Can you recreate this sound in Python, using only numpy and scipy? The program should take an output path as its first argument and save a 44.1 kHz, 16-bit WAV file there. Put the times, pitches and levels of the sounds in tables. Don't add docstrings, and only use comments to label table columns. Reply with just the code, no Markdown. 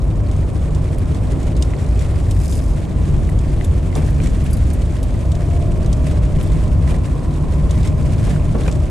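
import sys
import numpy as np
from scipy import signal
from scipy.fft import rfft, irfft
from scipy.io import wavfile
from scipy.ndimage import uniform_filter1d, minimum_filter1d

SR = 44100
rng = np.random.default_rng(int(sys.argv[2]) if len(sys.argv) > 2 else 0)


def unload_wav(signal):
    wavfile.write(
        sys.argv[1],
        SR,
        np.round(np.clip(np.atleast_2d(signal).T, -1, 1) * 32767).astype(np.int16),
    )


N = 392490
TIME = np.arange(N) / SR
FREQS = np.fft.rfftfreq(N, 1 / SR)


def gain_of(db):
    return 10 ** (np.asarray(db) / 20)


def unit_rms(x):
    return x / np.sqrt(np.mean(x ** 2) + 1e-20)


def across(points):
    hz, value = np.transpose(points)
    return np.interp(np.log(FREQS + 1), np.log(hz + 1), value)


def along(rows):
    s, *columns = np.transpose(rows)
    return [np.interp(TIME, s, c) for c in columns]


def add(mix, s, sound):
    part = mix[:, round(s * SR):][:, :sound.shape[1]]
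    part += sound[:, :part.shape[1]]


def noise():
    return rng.standard_normal((2, N))


def wander(rate_hz):
    return unit_rms(irfft(rfft(rng.standard_normal(N)) / (1 + (FREQS / rate_hz) ** 4), N))


def fade(t, t60):
    return gain_of(-60 * t / t60)


def swell(s, length_s, db):
    distance = 2 * np.arcsinh(1) * (TIME - s) / length_s
    return gain_of(db) ** 2 / np.cosh(np.clip(distance, -20, 20)) ** 2


def steadied(x, span_s):
    power = uniform_filter1d((x ** 2).mean(0), int(span_s * SR), mode="reflect")
    return x / np.sqrt(np.abs(power) + 1e-9)


def causal(gain):
    log_gain = np.log(np.r_[gain, gain[-2:0:-1]])
    return np.exp(np.conj(signal.hilbert(log_gain)))[:len(gain)]


# f/Hz, level/dB
BALANCE = [(60, 0), (150, 1.5), (300, -3), (700, -1.1), (1400, -1.5), (4000, 0.3)]
# f/Hz, level/dB
WIDTH = [(30, -21), (60, -20.5), (150, -9.5), (300, -5), (600, -7.5), (1300, -5), (5000, -6.5),
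         (9000, -10.5), (11000, -25)]
def cabin(pair, spectrum):
    shared, unshared = rfft(pair)
    width, lean = gain_of(across(WIDTH)), gain_of(across(BALANCE) / 2)
    sides = np.array([(shared + width * unshared) * lean, (shared - width * unshared) / lean])
    colour = causal(unit_rms(gain_of(across(spectrum))))
    return irfft(sides * colour, N)


# t/s, rumble level/dB, boom level/dB
SHAKING = [(0, -15.5, -24.5), (.85, -17, -24.5), (1.25, -17.5, -23.5), (1.7, -17.5, -25), (2.35, -15, -25),
           (2.85, -20, -24), (3.1, -13.5, -20.5), (3.85, -16.5, -24.5), (4.1, -14.5, -20.5),
           (4.9, -16.5, -25), (6.1, -14, -20.5), (6.9, -14.5, -20.5), (7.2, -19.5, -25), (7.8, -14, -19.5),
           (8.35, -16, -19.5), (8.9, -16.5, -24)]
# t/s, level/dB
ROAR_LEVELS = [(.7, -31), (1.5, -29.5), (2.3, -31.5), (3.1, -31), (4.9, -32), (5.9, -30.5), (8.9, -31.5)]
# f/Hz, level/dB
RUMBLE_COLOUR = [(6, -40), (18, -9.5), (29, -4.5), (37, -7.5), (46, 0), (58, 0), (76, -1), (88, -3.5),
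                 (100, -3), (118, -12), (170, -35), (400, -80)]
BOOM_COLOUR = [(60, -73), (105, -8.5), (125, -4.5), (147, 0.5), (170, -6), (205, -12.5), (400, -29.5),
               (900, -89)]
ROAR_COLOUR = [(90, -41.5), (190, -6.5), (280, 0), (345, -1), (400, -5.5), (540, -7.5), (615, -7),
               (770, -14.5), (890, -18), (1030, -16), (1400, -26), (2500, -50.5), (8000, -80)]
def road():
    rumble_db, boom_db = along(SHAKING)
    rumble = gain_of(rumble_db) * steadied(cabin(noise(), RUMBLE_COLOUR), span_s=0.23)
    boom = gain_of(boom_db) * steadied(cabin(noise(), BOOM_COLOUR), span_s=0.233)
    roar = gain_of(along(ROAR_LEVELS)[0]) * cabin(noise(), ROAR_COLOUR)
    return rumble + boom + roar


# multiple of the firing rate, level/dB
ENGINE_TONES = [(1, -36.5), (2, -30.5), (3, -33.5), (5, -38.5)]
def engine(firing_hz=49.69, waver=0.0067, swell_db=3):
    turns = np.cumsum(firing_hz * (1 + waver * wander(rate_hz=4.85))) / SR
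    out = np.zeros(N)
    for multiple, db in ENGINE_TONES:
        level = gain_of(db + swell_db * wander(rate_hz=0.72))
        out += level * np.sin(2 * np.pi * (multiple * turns + rng.random()))
    return out


def grains(per_s, spread_db, t60):
    loudness = np.minimum(rng.exponential(1, N), 3.2)
    hits = gain_of(spread_db * loudness) * (rng.random(N) < per_s / SR)
    t = np.arange(SR // 8) / SR
    power = signal.oaconvolve(hits ** 2, fade(t, t60) ** 2)[:N]
    return np.abs(power) / np.mean(power)


def crackle(per_s=170, spread_db=4, cycles=3.6, low_hz=1800, high_hz=8500, pitches=20):
    t, out = np.arange(SR // 50) / SR, np.zeros((2, N))
    for hz in np.geomspace(low_hz, high_hz, pitches):
        ring = np.cos(2 * np.pi * hz * t) * np.exp(-hz * t / cycles)
        for place, size, side in rng.random((int(per_s * N / SR / pitches), 3)):
            loudness = min(-np.log(1 - size), 3)
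            pan = np.sqrt([[side], [1 - side]])
            add(out, place * N / SR, gain_of(spread_db * loudness) * pan * ring)
    return unit_rms(out)


# deepest at t/s, length/s, crunch level/dB
LOOSE_SNOW = [(1.4, 0.32, -52.5), (1.81, 0.056, -44.5), (2.033, 0.086, -48.5), (2.206, 0.26, -49),
              (3.656, 0.16, -47.5), (4.008, 0.087, -41), (4.26, 0.064, -44), (4.522, 0.33, -47.5),
              (6.098, 0.09, -48), (6.52, 0.17, -46), (6.897, 0.046, -41), (7.056, 0.038, -46),
              (7.822, 0.11, -46.5), (8.083, 0.06, -45), (8.3, 0.13, -42.5), (8.635, 0.14, -45.5)]
# f/Hz, level/dB
CRUNCH_COLOUR = [(400, -40), (1100, -2.5), (1600, 1.5), (2300, 1.5), (2900, -3), (3600, -5), (4400, -7.5),
                 (7000, -25), (14000, -51)]
SPRAY_COLOUR = [(1500, -12.5), (4300, -8), (5100, -2), (5900, -2), (7000, 0), (8800, 0.5), (10000, -4.5),
                (12000, -13.5), (14500, -20.5)]
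def snow(crunch_db=-48, spray_db=-52, clump_db=1.96, grain_share=0.29, thin_db=-2.5, thin_until_s=1.1):
    depth = gain_of(thin_db * np.maximum(1 - TIME / thin_until_s, 0))
    loose = np.sqrt(sum(swell(*patch) for patch in LOOSE_SNOW))
    crunch = np.hypot(depth * gain_of(crunch_db), loose)
    spray = np.hypot(depth * gain_of(spray_db), loose * gain_of(-3))
    clumps = gain_of(clump_db * wander(rate_hz=23.4))
    lumps = grains(per_s=120, spread_db=4.2, t60=0.03)
    out = crunch * gain_of(-8) * crackle()
    for level, colour in (crunch, CRUNCH_COLOUR), (spray, SPRAY_COLOUR):
        crystals = grains(per_s=190, spread_db=4.6, t60=0.014)
        patter = np.sqrt(1 - grain_share + grain_share * (lumps + crystals) / 2)
        out += level * clumps * cabin(noise() * patter, colour)
    return out


# t/s, level/dB
TRIM_TICKS = [(0.313, -39), (0.748, -37.5), (1.146, -39), (1.43, -39.5), (1.566, -37.5), (1.624, -25),
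              (1.992, -35), (2.311, -32.5), (2.524, -32), (3.389, -38), (3.645, -34.5), (3.953, -31),
              (4.236, -38), (4.271, -35.5), (4.702, -39), (4.819, -38.5), (5.029, -36.5), (5.318, -34),
              (5.352, -38), (5.861, -37.5), (5.929, -31), (6.52, -41), (7.709, -31.5), (7.832, -38.5),
              (7.873, -32.5), (8.678, -35.5), (8.714, -36), (8.725, -36)]
# f/Hz, level/dB
PLASTIC_NOTES = [(3620, -21), (5520, -9.5), (7050, -16.5)]
# f/Hz, level/dB
TICK_COLOUR = [(400, -34), (1500, -18), (2900, 0), (3650, 4.5), (4400, -0.5), (5500, 0), (6200, 1.5),
               (7200, 4), (9500, -2.5), (11000, -20), (14500, -17)]
def trim(snap=4.6, rebound_s=0.0026, t60=0.042, detune=0.0264, rattles_per_s=7.4, rattle_db=-48):
    gaps, sizes = rng.exponential(1, (120, 2)).T
    times = np.cumsum(gaps) / rattles_per_s
    rattles = [(s, rattle_db + 2 * min(size, 2)) for s, size in zip(times, sizes) if s < N / SR]
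    t, out = np.arange(SR // 8) / SR, np.zeros((2, N))
    hz, note_db = np.transpose(PLASTIC_NOTES)[:, :, None]
    hardest_db = max(db for s, db in TRIM_TICKS)
    for s, db in TRIM_TICKS + rattles:
        tick = rng.standard_normal((2, len(t))) * fade(t, t60)
        levels = gain_of(note_db + 2 * rng.standard_normal(hz.shape))
        pitches = hz * (1 + detune * rng.standard_normal(hz.shape))
        ring = (levels * np.sin(2 * np.pi * pitches * t)).sum(0) * fade(t, 1.15 * t60)
        tick[0] += gain_of((db - hardest_db) / 2) * ring
        bounce = int(rebound_s * (.5 + rng.random()) * SR)
        tick[0, [0, bounce]] += snap
        add(out, s, gain_of(db) * tick)
    return cabin(out, TICK_COLOUR)


# t/s, level/dB
METAL_TOUCHES = [(0.982, -38), (2.31, -36), (3.291, -40), (3.643, -35), (3.961, -36), (4.064, -43),
                 (4.102, -43), (4.439, -40), (4.507, -37), (4.530, -27), (4.567, -37), (4.732, -32),
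                 (5.029, -36), (6.427, -35)]
# f/Hz, level/dB, fade time/s
METAL_NOTES = [(4830, 1, 0.09), (5940, -3, 0.04), (7790, -2, 0.06), (8980, 1, 0.05), (10300, 4, .06),
               (11300, 2, 0.045)]
def clinks(scatter_db=1.0, detune=0.0044, clash_gain=0.79, clash_t60=0.049, rise_s=0.0017):
    t, out = np.arange(SR // 3) / SR, np.zeros((2, N))
    hz, note_db, t60 = np.transpose(METAL_NOTES)[:, :, None]
    bright = signal.butter(2, [6500, 12000], "band", fs=SR, output="sos")
    octaves_down = np.maximum(np.log2(np.median(hz) / hz), 0)
    hardest_db = max(db for s, db in METAL_TOUCHES)
    for s, db in METAL_TOUCHES:
        size, shift, phase, stereo_gap = rng.standard_normal((4, len(hz), 1))
        lost_db = 3.5 * (hardest_db - db) * octaves_down
        levels = unit_rms(gain_of(note_db + scatter_db * size - lost_db))
        fading = levels * fade(t, t60) / np.sqrt(len(hz))
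        angle = 2 * np.pi * (hz * (1 + detune * shift) * t + phase)
        ring = np.array([(fading * np.sin(angle + side * stereo_gap / 2)).sum(0) for side in (-1, 1)])
        clash = unit_rms(signal.sosfilt(bright, rng.standard_normal(len(t)))) * fade(t, clash_t60)
        add(out, s, gain_of(db) * (ring + clash_gain * clash) * (1 - np.exp(-t / rise_s)))
    return out


# crest at t/s, level/dB, boom f/Hz
ROAD_HUMPS = [(1.58, -14, 58), (1.96, -14.5, 56), (2.33, -18, 48), (2.69, -16, 50), (3.7, -19, 80),
              (4.65, -15, 72), (6.85, -17, 64), (7.66, -15, 60)]
def heaves(length_s=0.099):
    wobble, out = wander(rate_hz=14) / 2, np.zeros(N)
    for s, db, hz in ROAD_HUMPS:
        level = np.sqrt(2 * swell(s, length_s, db))
        out += level * np.sin(2 * np.pi * (hz * TIME + rng.random()) + wobble)
    return out


# t/s, level/dB, f/Hz
PANEL_SLIPS = [(1.736, -29.5, 2040), (3.291, -31, 2000), (3.611, -28, 2000), (3.927, -32, 2050),
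               (4.202, -30.5, 2420), (6.876, -31, 1960), (6.943, -32, 1960), (8.311, -31, 1750),
               (8.362, -30, 1440), (8.664, -30, 1560), (8.681, -24, 2430)]
def creaks(t60=0.026, rub_share=0.4):
    t, out = np.arange(SR // 8) / SR, np.zeros((2, N))
    dull = signal.butter(2, [1100, 3000], "band", fs=SR, output="sos")
    for s, db, hz in PANEL_SLIPS:
        ring = np.sqrt(2) * np.sin(2 * np.pi * hz * t)
        rub = unit_rms(signal.sosfilt(dull, rng.standard_normal((2, len(t)))))
        creak = np.sqrt(1 - rub_share) * ring + np.sqrt(rub_share) * rub
        add(out, s, gain_of(db) * creak * fade(t, t60))
    return out


# f/Hz, level/dB
POWDER_COLOUR = [(2500, -26), (4750, -2), (5100, 5), (5450, -4), (6600, 1), (8900, 2), (10500, -2),
                 (14500, -14)]
def swish(peak_s=2.51, length_s=0.17, db=-41):
    grit = grains(per_s=900, spread_db=3, t60=0.008)
    return np.sqrt(swell(peak_s, length_s, db)) * cabin(noise() * np.sqrt(grit), POWDER_COLOUR)


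# t/s, level/dB, fade time/s
BLOWS = [(3.957, -23.5, 0.45), (6.908, -25.5, 0.31), (8.266, -24, 0.25), (8.549, -16, 0.13),
         (8.594, -26.5, 0.41), (8.678, -15.5, 0.045)]
# f/Hz, level/dB
THUD_COLOUR = [(60, -22), (160, 8), (380, 8.5), (650, 5), (1300, -11), (2500, -26), (9000, -46)]
def thuds(rise_s=0.0003):
    t, out = np.arange(SR // 2) / SR, np.zeros((2, N))
    for s, db, t60 in BLOWS:
        level = gain_of(db) * fade(t, t60) * (1 - np.exp(-t / rise_s))
        add(out, s, level * rng.standard_normal((2, len(t))))
    return cabin(out, THUD_COLOUR)


# start t/s, end t/s, f/Hz, width/Hz, level/dB
TYRE_HUMS = [(4.951, 7.2, 612, 50, -41), (6.101, 8.898, 1030, 170, -44.5), (7.4, 9.19, 608, 95, -39)]
def hums():
    out = np.zeros((2, N))
    for start, end, hz, width, db in TYRE_HUMS:
        progress = np.clip((TIME - start) / (end - start), 0, 1)
        arch = np.sqrt(np.abs(np.sin(np.pi * progress)))
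        band = irfft(rfft(noise()) / (1 + (2 * (FREQS - hz) / width) ** 2), N)
        blended = band + band[::-1] / 2
        out += gain_of(db) * arch * steadied(blended, span_s=0.43)
    return out


# t/s, f/Hz, level/dB, roughness from 0 to 1
WHINE_PATH = [(4.98, 597, -48, 0.4), (5.3, 672, -43, 0.5), (5.39, 689, -40.5, 0.2), (5.72, 680, -38.5, .05),
              (5.86, 649, -45, .6), (6.17, 594, -35.5, .5), (6.4, 596, -54, 0.62)]
def whine(waver=0.0023, flutter_db=1):
    hz, db, rough = along(WHINE_PATH)
    angle = 2 * np.pi * np.cumsum(hz * (1 + waver * wander(rate_hz=17))) / SR
    grit = (wander(rate_hz=32) + 1j * wander(rate_hz=32)) / np.sqrt(2)
    jitter = np.sqrt(1 - rough) + np.sqrt(rough) * grit
    tone = np.sqrt(2) * (jitter * np.exp(1j * angle)).real
    sounding = (TIME > WHINE_PATH[0][0]) & (TIME < WHINE_PATH[-1][0])
    return sounding * gain_of(db + flutter_db * wander(rate_hz=6)) * tone


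def scene():
    deep = road() + heaves() + engine() + hums() + whine() + thuds()
    bright = snow() + swish() + creaks() + clinks() + trim()
    return deep + bright


def record(dry, ceiling=0.56, hold_s=0.0056, cutoff_hz=14600):
    hold = int(hold_s * SR)
    allowed = ceiling / np.maximum(np.abs(dry).max(0), ceiling)
    limited = dry * uniform_filter1d(minimum_filter1d(allowed, hold), hold)
    lowpass = signal.firwin(401, cutoff_hz, window=("kaiser", 9), fs=SR)
    return signal.oaconvolve(limited, lowpass[None], "same")


dry = scene()
out = record(dry)
unload_wav(out)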